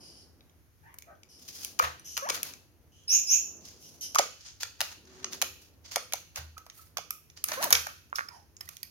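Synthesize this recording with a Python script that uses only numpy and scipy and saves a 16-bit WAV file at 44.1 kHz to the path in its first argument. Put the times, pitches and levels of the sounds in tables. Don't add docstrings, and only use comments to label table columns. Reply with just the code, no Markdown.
import sys
import numpy as np
from scipy import signal
from scipy.fft import rfft, irfft
from scipy.io import wavfile
from scipy.ndimage import uniform_filter1d

SR = 44100
rng = np.random.default_rng(int(sys.argv[2]) if len(sys.argv) > 2 else 0)


def to_wav(s):
    ch = np.atleast_2d(s).T
    pcm = np.round(np.clip(ch, -1, 1) * 32767)
    wavfile.write(sys.argv[1], SR, pcm.astype(np.int16))


N = 392490

# (time [s], level [dB], body [dB], edge [dB])
CLICKS = [(0.941, -61.5, 14, 13), (0.986, -45.5, -31, 6), (1.022, -46.5, -17, -3), (1.232, -48, -22, -12),
          (1.647, -32.5, -21, 3.5), (1.823, -44.5, 15, 9), (2.168, -27, -9, -10), (2.176, -26, -1, -2),
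          (2.288, -29.5, 2, -9), (2.345, -31.5, -6, -6), (2.374, -39.5, 0.5, -12), (2.4307, -29, -32, 4.5),
          (2.536, -41.5, -9, -9), (4.632, -24.5, -8.5, -10), (5.2437, -26.5, -8.5, -33),
          (5.332, -32, -14.5, -24.5), (6.359, -31.5, -11.5, -6), (6.579, -42.5, -2.5, -1),
          (6.665, -51, 5.5, -1), (6.699, -41.5, -15, -15), (7.1062, -33.5, -23.5, 8),
          (7.300, -49.5, -16.5, -17), (7.4399, -27, -20.5, 7.5), (7.485, -31, -8, -2),
          (7.517, -28.5, 2, -14.5), (7.626, -28, -5, -3), (7.6405, -29, -1.5, 9), (7.705, -27.5, -3.5, 5.5),
          (7.71, -30.5, 8.5, -4), (7.7258, -10.5, -7, 0.5), (7.7293, -16, -6.5, -7),
          (7.7519, -15.5, -15.5, -26), (7.868, -37, 8, -0.5), (8.1576, -35, -20, 1), (8.286, -46.5, 3, -3),
          (8.6075, -41.5, -3, 2), (8.689, -38, -8, -1), (8.768, -41.5, -28, -4), (8.8304, -35, -21, 2)]
# (time [s], touch [dB], gap to landing [ms], landing [dB], edge [dB], knock [dB], knock pitch [Hz])
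BLOWS = [(1.7902, -27, 3.53, -24, -6, -11, 1227), (2.2978, -24, 3.1, -22.5, -9.5, -29.5, 512),
         (4.146, -28, 8.8, -23.5, -6.5, -14.5, 1178), (4.1845, -14.5, 5.5, -16.5, -10, -13.5, 720),
         (4.8051, -22, 7.9, -20.5, -5.5, -33.5, 740), (5.416, -22.5, 6.1, -19.5, -2, -28.5, 680),
         (5.9591, -20, 3.9, -39, -6.5, -23, 692), (6.123, -33.5, 11.6, -23, -4, -29.5, 740),
         (6.971, -27, 10.2, -33, -7.5, -32, 740)]
def clicks(touch_body_db=-6, landing_body_db=-11, max_ring_s=.0204, ring_halving_db=27.5):
    contacts = list(CLICKS)
    for s, touch_db, gap_ms, landing_db, edge_db, _, _ in BLOWS:
        contacts.append((s, touch_db, touch_body_db, edge_db))
        contacts.append((s + gap_ms / 1000, landing_db, landing_body_db, edge_db))
    out, t = np.zeros((2, N)), np.arange(int(SR * .06)) / SR
    attack = 1 - np.exp(-t / .0005)
    for s, db, body_db, edge_db in contacts:
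        ring_s = max_ring_s * 2 ** (min(body_db, 0) / ring_halving_db)
        fade = 1000. ** (-t / ring_s) * undb(3.5 * walk(len(t), 1200))
        registers = (540, 2000, body_db - 4), (2134, 7200, -3), (7300, 16500, edge_db - 2.5)
        click = 0
        for lo_hz, hi_hz, gain_db in registers:
            crack = 2.27 * unit(band(spread(len(t), 1) * fade, lo_hz, hi_hz))
            click = click + undb(gain_db) * unit(attack * (crack + modes(t, lo_hz, hi_hz, ring_s)))
        add(out, s, place(click * undb(db) / np.sqrt(12), s))
    return out


# (time [s], level [dB], pitch [Hz], ring [ms])
KNOCKS = [(1.803, -34.5, 506, 37), (4.195, -23.5, 533, 25), (6.567, -44.5, 1290, 34), (6.79, -54, 1306, 42),
          (6.969, -39, 1194, 11), (7.107, -39.5, 1243, 15), (7.441, -38.5, 1247, 14),
          (7.654, -33.5, 896, 26), (7.867, -37, 823, 9.4), (8.1285, -25, 1255, 5), (8.156, -30, 5470, 13),
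          (8.185, -22.5, 1550, 4.5), (8.192, -19.5, 1640, 3.1), (8.208, -26, 1560, 3.8),
          (8.2855, -39, 5170, 15), (8.609, -36, 5170, 13), (8.609, -56.5, 2010, 49), (8.676, -50, 1940, 23),
          (8.831, -56, 1920, 38)]
def knocks(wall_lag_ms=4.5, wall_ring_ms=11.2):
    dish_knocks = [(s + (gap_ms + wall_lag_ms) / 1000, db, hz, wall_ring_ms)
                   for s, _, gap_ms, _, _, db, hz in BLOWS]
    out, t = np.zeros((2, N)), np.arange(SR // 8) / SR
    for s, db, hz, ring_ms in list(KNOCKS) + dish_knocks:
        age = t * 1000 / ring_ms
        envelope = 1000. ** -age * (1 - np.exp(-age / .099)) ** 2
        phase = 2 * np.pi * hz * t
        tone = np.sin(phase) + .12 * np.sin(1.9 * phase) + .2 * np.sin(.87 * phase)
        add(out, s, place(tone * envelope / envelope.max() * undb(db + 3.5), s))
    return out


# (centre [Hz], T60 [s], level [dB])
CAGE_MODES = [(491, 0.33, -14), (573, 0.036, -14.5), (1235, 0.29, -14), (1296, 0.23, -13),
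              (2270, 0.15, -9.5), (2630, 0.6, -16)]
def cage(x, gain_db=0):
    t = np.arange(SR // 2) / SR
    response = 0
    for hz, t60_s, db in CAGE_MODES:
        ring = band(rng.standard_normal(len(t)), .91 * hz, 1.09 * hz, order=2) * 1000. ** (-t / t60_s)
        response = response + undb(db + gain_db) * ring / np.sqrt(np.sum(ring ** 2) * 10)
    return x + signal.fftconvolve(x, response[None], axes=1)[:, :N]


# (time [s], stretch [ratio], level [dB])
CHIRPS = [(3.074, 1.0, -24.5), (3.266, .93, -24.5)]
def chirps(base_s=.09, sweep_hz=(4950, 7200), swell_db=9.5, pan_db=-2.5):
    out = np.zeros((2, N))
    for s, stretch, db in CHIRPS:
        n = int(base_s * stretch * SR)
        t = np.arange(n) / SR / stretch
        progress = t / base_s
        hz = np.interp(progress, [0, 1], sweep_hz)
        ramp = np.minimum(t / .04, (base_s - t) / .0074)
        level_db = db + swell_db * (np.minimum(ramp, 1) - 1)
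        tone = whistle(hz, rough=.03 * np.sqrt(progress), octave_db=-14.5,
                       buzz_db=-28.5 + 15 * progress, buzz_hz=2633, hiss_db=-22)
        envelope = signal.windows.tukey(n, .2) * undb(level_db + 1.9 * walk(n, 320))
        add(out, s, place(tone * envelope, s))
    return out * undb(np.array([[pan_db], [-pan_db]]) / 2)


# (peak time [s], length [s], level [dB], body [dB], edge [dB])
RUSTLES = [(1.49, .2, -54, -10.5, -11.5), (1.60, 0.13, -49, -8, -9.5), (1.831, 0.073, -44, 10, -15.5),
           (2.343, 0.068, -44.5, 1, -9), (2.46, 0.068, -49.5, 0.5, -11.5), (3.683, 0.14, -57.5, -11, -16),
           (3.861, 0.16, -59.5, -19, -10), (4.446, 0.12, -54.5, -7, -28), (4.617, 0.024, -37.5, -6, -16),
           (4.852, 0.12, -51, 2.5, -16), (5.134, .18, -61, 3.5, -24), (5.333, 0.036, -45.5, 0.5, -12),
           (5.631, 0.07, -65.5, -5, -10), (5.865, 0.059, -57.5, -3.5, -23), (5.929, 0.041, -44, -3.5, -16),
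           (6.376, 0.044, -48.5, 5.5, -12), (6.79, .11, -64, 0, -2.5), (7.377, 0.027, -55.5, -3, -20),
           (7.524, 0.096, -46.5, 6, -9), (7.623, 0.039, -37, 5.5, -8), (7.77, .06, -52.5, 14, -18),
           (8.167, .032, -43, -9.5, -14), (8.695, 0.17, -67.5, -4, -6)]
def rustles(rise_share=.36, base_hz=4520, body_db_per_octave=69, width_hz=1000):
    out = np.zeros((2, N))
    for s, length_s, db, body_db, edge_db in RUSTLES:
        rise_s, fall_s = length_s * rise_share, length_s * (1 - rise_share)
        hz = base_hz * 2 ** (-body_db / body_db_per_octave)
        t = np.arange(-min(2 * rise_s, s), 2.7 * fall_s, 1 / SR)
        swell = np.exp(-(t / np.where(t < 0, rise_s, fall_s)) ** 2)
        ticks = spread(len(t), 4.1) * undb(2 * walk(len(t), 1400) + 3.6 * walk(len(t), 90))
        registers = (490, 2380, body_db), (2760, 7800, 5), (7300, 17800, edge_db + 15)
        brush = sum(undb(gain_db) * unit(band(ticks, lo, hi)) for lo, hi, gain_db in registers)
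        for ratio, gain_db in (.54, -23), (1, -4.5), (2, edge_db - 4):
            ring = resonance(ticks, ratio * hz, ratio * width_hz)
            ring = resonance(ring, ratio * hz, 2 * ratio * width_hz)
            brush = brush + undb(gain_db) * unit(ring)
        add(out, s + t[0], place(brush * swell * undb(db), s))
    return out


# (time [s], level [dB])
BOOMS = [(1.83, -37.5), (6.381, -38), (6.429, -44.5), (7.733, -39)]
def booms(hz=78.8, attack_s=.0067, t60_s=.53):
    out, t = np.zeros(N), np.arange(SR) / SR
    envelope = (1 - np.exp(-t / attack_s)) * 1000. ** (-t / t60_s)
    for s, db in BOOMS:
        tone = np.sin(2 * np.pi * hz * (t + s)) + .29 * np.sin(2 * np.pi * 1.7 * hz * t)
        add(out, s, 2.8 * undb(db) * tone * envelope)
    return out


# (time [s], length [s], held pitch [Hz], level [dB])
NEAR_CALLS = [(2.219, 0.092, 542, -37), (7.567, .12, 519, -36)]
def near_calls(arch_at_s=.07, arch_width_s=.024, arch_hz=630):
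    out = np.zeros((2, N))
    for s, length_s, hz, db in NEAR_CALLS:
        t = np.arange(0, length_s, 1 / SR)
        arch = np.exp(-((t - arch_at_s) / arch_width_s) ** 2)
        note = nasal(hz + arch_hz * arch, overtones_db=-3.5 - 17.5 * arch, upper_db=-3.5, rough=.012)
        add(out, s, place(undb(db) * note, s))
    return out


# (time [s], length [s], level [dB], pitch [Hz])
RASPS = [(0, 0.23, -58, 5000), (1.287, 0.11, -59.5, 5250), (2.043, 0.21, -49.5, 5930),
         (2.919, 0.12, -65, 3060), (3.823, 0.061, -54, 5700), (4.009, 0.036, -37.5, 5665),
         (8.317, .05, -61.5, 5250)]
def rasps(fade_db=6):
    out = np.zeros((2, N))
    for s, length_s, db, hz in RASPS:
        n = int(length_s * SR)
        tone = whistle(np.full(n, hz), rough=.055, octave_db=-6.5, buzz_db=-14, buzz_hz=3150, hiss_db=-7)
        level_db = db - np.linspace(0, fade_db, n) + 1.7 * walk(n, 300)
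        add(out, s, place(tone * signal.windows.tukey(n, .05) * undb(level_db), s))
    return out


# (time [s], length [s], start pitch [Hz], end pitch [Hz], level [dB], overtones [dB])
FAR_CALLS = [(0.827, 0.083, 847, 1071, -62.5, -1), (1.068, 0.048, 695, 683, -53.5, -6),
             (8.299, .06, 1019, 663, -54.5, -14)]
def far_calls():
    out = np.zeros((2, N))
    for s, length_s, start_hz, end_hz, db, overtones_db in FAR_CALLS:
        hz = np.linspace(start_hz, end_hz, int(length_s * SR))
        add(out, s, place(undb(db) * nasal(hz, overtones_db, upper_db=-11, rough=.065), s))
    return out


def husks(rate_per_s=5):
    out, t = np.zeros((2, N)), np.arange(SR // 80) / SR
    for when, smallness, pitch in rng.random((int(rate_per_s * N / SR), 3)):
        s, hz = when * N / SR, 3500 + 6500 * pitch
        db = -75 - 10 * np.log(smallness + .093)
        add(out, s, place(modes(t, .6 * hz, 1.4 * hz, ring_s=.018) * undb(db), s))
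    return out


def hum(middle_s=5.29, length_s=.6):
    out, n = np.zeros(N), int(length_s * SR)
    tones = sum(undb(db + 2 * walk(n, 25)) * np.sin(wavering_phase(np.full(n, hz), .019, 41))
                for hz, db in ((250, -57), (375, -52)))
    add(out, middle_s - length_s / 2, tones * signal.windows.tukey(n, .5))
    return out


# (frequency [Hz], gain [dB])
AIR_SPECTRUM = [(15, -60.5), (25, -27.5), (56, -3), (82, 3.5), (111, -3.5), (130, -17.5), (161, -6.5),
                (180, -47.5), (229, -20.5), (317, -28.5), (354, -22), (489, -41), (7920, -56),
                (11600, -52.5), (16000, -52.5)]
# (time [s], level [dB])
RUMBLE_LEVELS = [(0.0, -61.5), (0.69, -74.5), (1.46, -67), (1.68, -61), (2.13, -66.5), (2.4, -57),
                 (2.68, -71), (3.1, -67), (3.3, -61.5), (4.21, -63), (4.46, -74.5), (5.08, -65.5),
                 (5.28, -57), (5.67, -70.5), (7.44, -71), (7.66, -50), (7.86, -69.5), (8.9, -73)]
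def background(air_db=-51):
    common = colour(rng.standard_normal(N), [(500, -8), (3000, -7.5)])
    sides = colour(rng.standard_normal((2, N)), [(400, -6.5), (2000, 4)])
    air = unit(colour(common + sides, AIR_SPECTRUM))
    rumble = unit(colour(spread(N, .66), [(60, -33.5), (150, 3), (200, 1), (250, .5), (320, -.5),
                                          (400, -5.5), (470, -7), (1000, -20.5), (4000, -46)]))
    rumble_db = np.interp(np.arange(N) / SR, *np.transpose(RUMBLE_LEVELS)) + 7 + 1.5 * walk(N, 7.4)
    return air * undb(air_db + .55 * walk(N, 7.5)) + rumble * undb(rumble_db)


# (frequency [Hz], T60 [s])
ROOM_T60 = [(100, 0.45), (500, 0.31), (1300, 0.38), (3000, 0.6), (6300, 0.49), (10000, 0.73), (16000, 0.19)]
def room(x, early_db=6, early_s=.0051):
    n = int(.7 * SR)
    t, f = np.arange(n) / SR, np.arange(n // 2 + 1) * SR / n
    noise = rng.standard_normal((2, n))
    scatter_db = 7.8 * rng.standard_normal((2, n)) * np.exp(-t / .12)
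    spectrum = rfft(noise * undb(scatter_db))
    edges_hz = np.geomspace(60, 17000, num=10)
    tail = 0
    for lo, hi in zip(edges_hz, edges_hz[1:]):
        t60_s = np.interp(np.sqrt(lo * hi), *np.transpose(ROOM_T60))
        tail = tail + irfft(spectrum * ((f >= lo) & (f < hi)), n) * 1000. ** (-t / t60_s)
    tail = colour(tail, [(400, 4.5), (2500, .012), (6500, .0094), (11000, -2.5)])
    onset = np.clip((t - .002) / .0086, 0, 1)
    tail *= onset * (1 + undb(early_db) * np.exp(-t / early_s))
    tail /= np.sqrt(np.sum(tail ** 2, axis=1, keepdims=True))
    return signal.fftconvolve(x, tail, axes=1)[:, :N]


# (time [s], left lag [samples], left minus right [dB])
BIRD_PATH = [(0, -17.5, 0), (2.5, -15.5, 1.5), (4.18, -11, -1.5), (4.8, 1, 0), (7, 7, -3.5),
             (7.7, 13, -1.5), (8.199, 15, -5)]
def place(x, s):
    times_s, lags, pans_db = np.transpose(BIRD_PATH)
    lag, pan_db = int(np.interp(s, times_s, lags)), np.interp(s, times_s, pans_db)
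    left, right = np.broadcast_to(x, (2, x.shape[-1]))
    padding = max(lag, 0), max(-lag, 0)
    return np.array([np.pad(left, padding) * undb(pan_db / 2),
                     np.pad(right, padding[::-1]) * undb(-pan_db / 2)])


def modes(t, lo_hz, hi_hz, ring_s, count=7):
    pitch, life, size = rng.random((3, count, 1))
    hz = lo_hz + (hi_hz - lo_hz) * pitch
    t60_s = min(ring_s, .018) * (.6 + .8 * life)
    return unit(np.sum((.11 + size) * np.sin(2 * np.pi * hz * t) * 1000. ** (-t / t60_s), axis=0))


def whistle(hz, rough, octave_db, buzz_db, buzz_hz, hiss_db):
    phase = wavering_phase(hz, rough, 1400)
    noise = rng.standard_normal(len(hz))
    octave = undb(octave_db) * np.sin(2 * phase + .55 * walk(len(hz), 2000))
    hiss = undb(hiss_db) * unit(band(noise, 2500, 9800))
    buzz = undb(buzz_db) * unit(band(noise, buzz_hz - 220, buzz_hz + 220))
    return np.sqrt(2) * (np.sin(phase) + octave + hiss + buzz)


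def nasal(hz, overtones_db, upper_db, rough):
    phase = wavering_phase(hz, rough, 400)
    upper = undb(upper_db) * (np.sin(3 * phase) + .13 * np.sin(4 * phase))
    tone = np.sin(phase) + undb(overtones_db) * (np.sin(2 * phase) + upper)
    return np.sqrt(2) * tone * signal.windows.tukey(len(hz), .2)


def wavering_phase(hz, depth, rate_hz):
    return 2 * np.pi * np.cumsum(hz * (1 + depth * walk(len(hz), rate_hz))) / SR


def walk(n, rate_hz):
    step = max(int(SR / rate_hz), 1)
    return 1.4 * uniform_filter1d(np.repeat(rng.standard_normal(n // step + 1), step), step)[:n]


def spread(n, apart):
    return rng.standard_normal(n) + apart * rng.standard_normal((2, n))


def band(x, lo_hz, hi_hz, order=3):
    sos = signal.butter(order, [lo_hz, min(hi_hz, .48 * SR)], "band", fs=SR, output="sos")
    return signal.sosfilt(sos, x)


def resonance(x, hz, width_hz):
    return signal.lfilter(*signal.iirpeak(min(hz, .45 * SR), hz / width_hz, fs=SR), x)


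def colour(x, points):
    hz, db = np.transpose(points)
    n = x.shape[-1]
    f = np.arange(n // 2 + 1) * SR / n
    return irfft(rfft(x) * undb(np.interp(np.log(f + 1), np.log(hz), db)), n)


def undb(db):
    return 10 ** (np.asarray(db) / 20)


def unit(x):
    return x / np.sqrt(np.mean(x ** 2))


def add(out, s, x):
    i = max(int(s * SR), 0)
    out[..., i:i + x.shape[-1]] += x[..., :N - i]


def scene():
    # (sound, direct [dB], room [dB])
    sources = [(cage(clicks() + husks()), 0, -10.5),
               (cage(knocks(), gain_db=-3), 0, -21),
               (rustles(), -2, -8),
               (chirps(), -4, 0),
               (rasps(), -4, -.5),
               (near_calls(), 0, -14.5),
               (far_calls(), -5, 0)]
    direct = sum(x * undb(direct_db) for x, direct_db, _ in sources)
    reverb = room(sum(x * undb(room_db) for x, _, room_db in sources))
    return direct + reverb + booms() + hum() + background()


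# (frequency [Hz], gain [dB])
TREBLE_COLOUR = [(30, -17), (1500, 1.5), (2200, -0.5), (3700, -2.5), (5000, 0.5), (6500, 4.5), (7050, -0.5),
                 (7500, -10), (8600, -4.5), (10000, 0.5), (12500, 2.5), (16000, -4)]
def record(dry, ceiling=.8, top_hz=16200):
    clipped = np.clip(colour(dry, TREBLE_COLOUR), -ceiling, ceiling)
    return signal.sosfilt(signal.ellip(10, .2, 70, top_hz, fs=SR, output="sos"), clipped)


dry = scene()
out = record(dry)
to_wav(out)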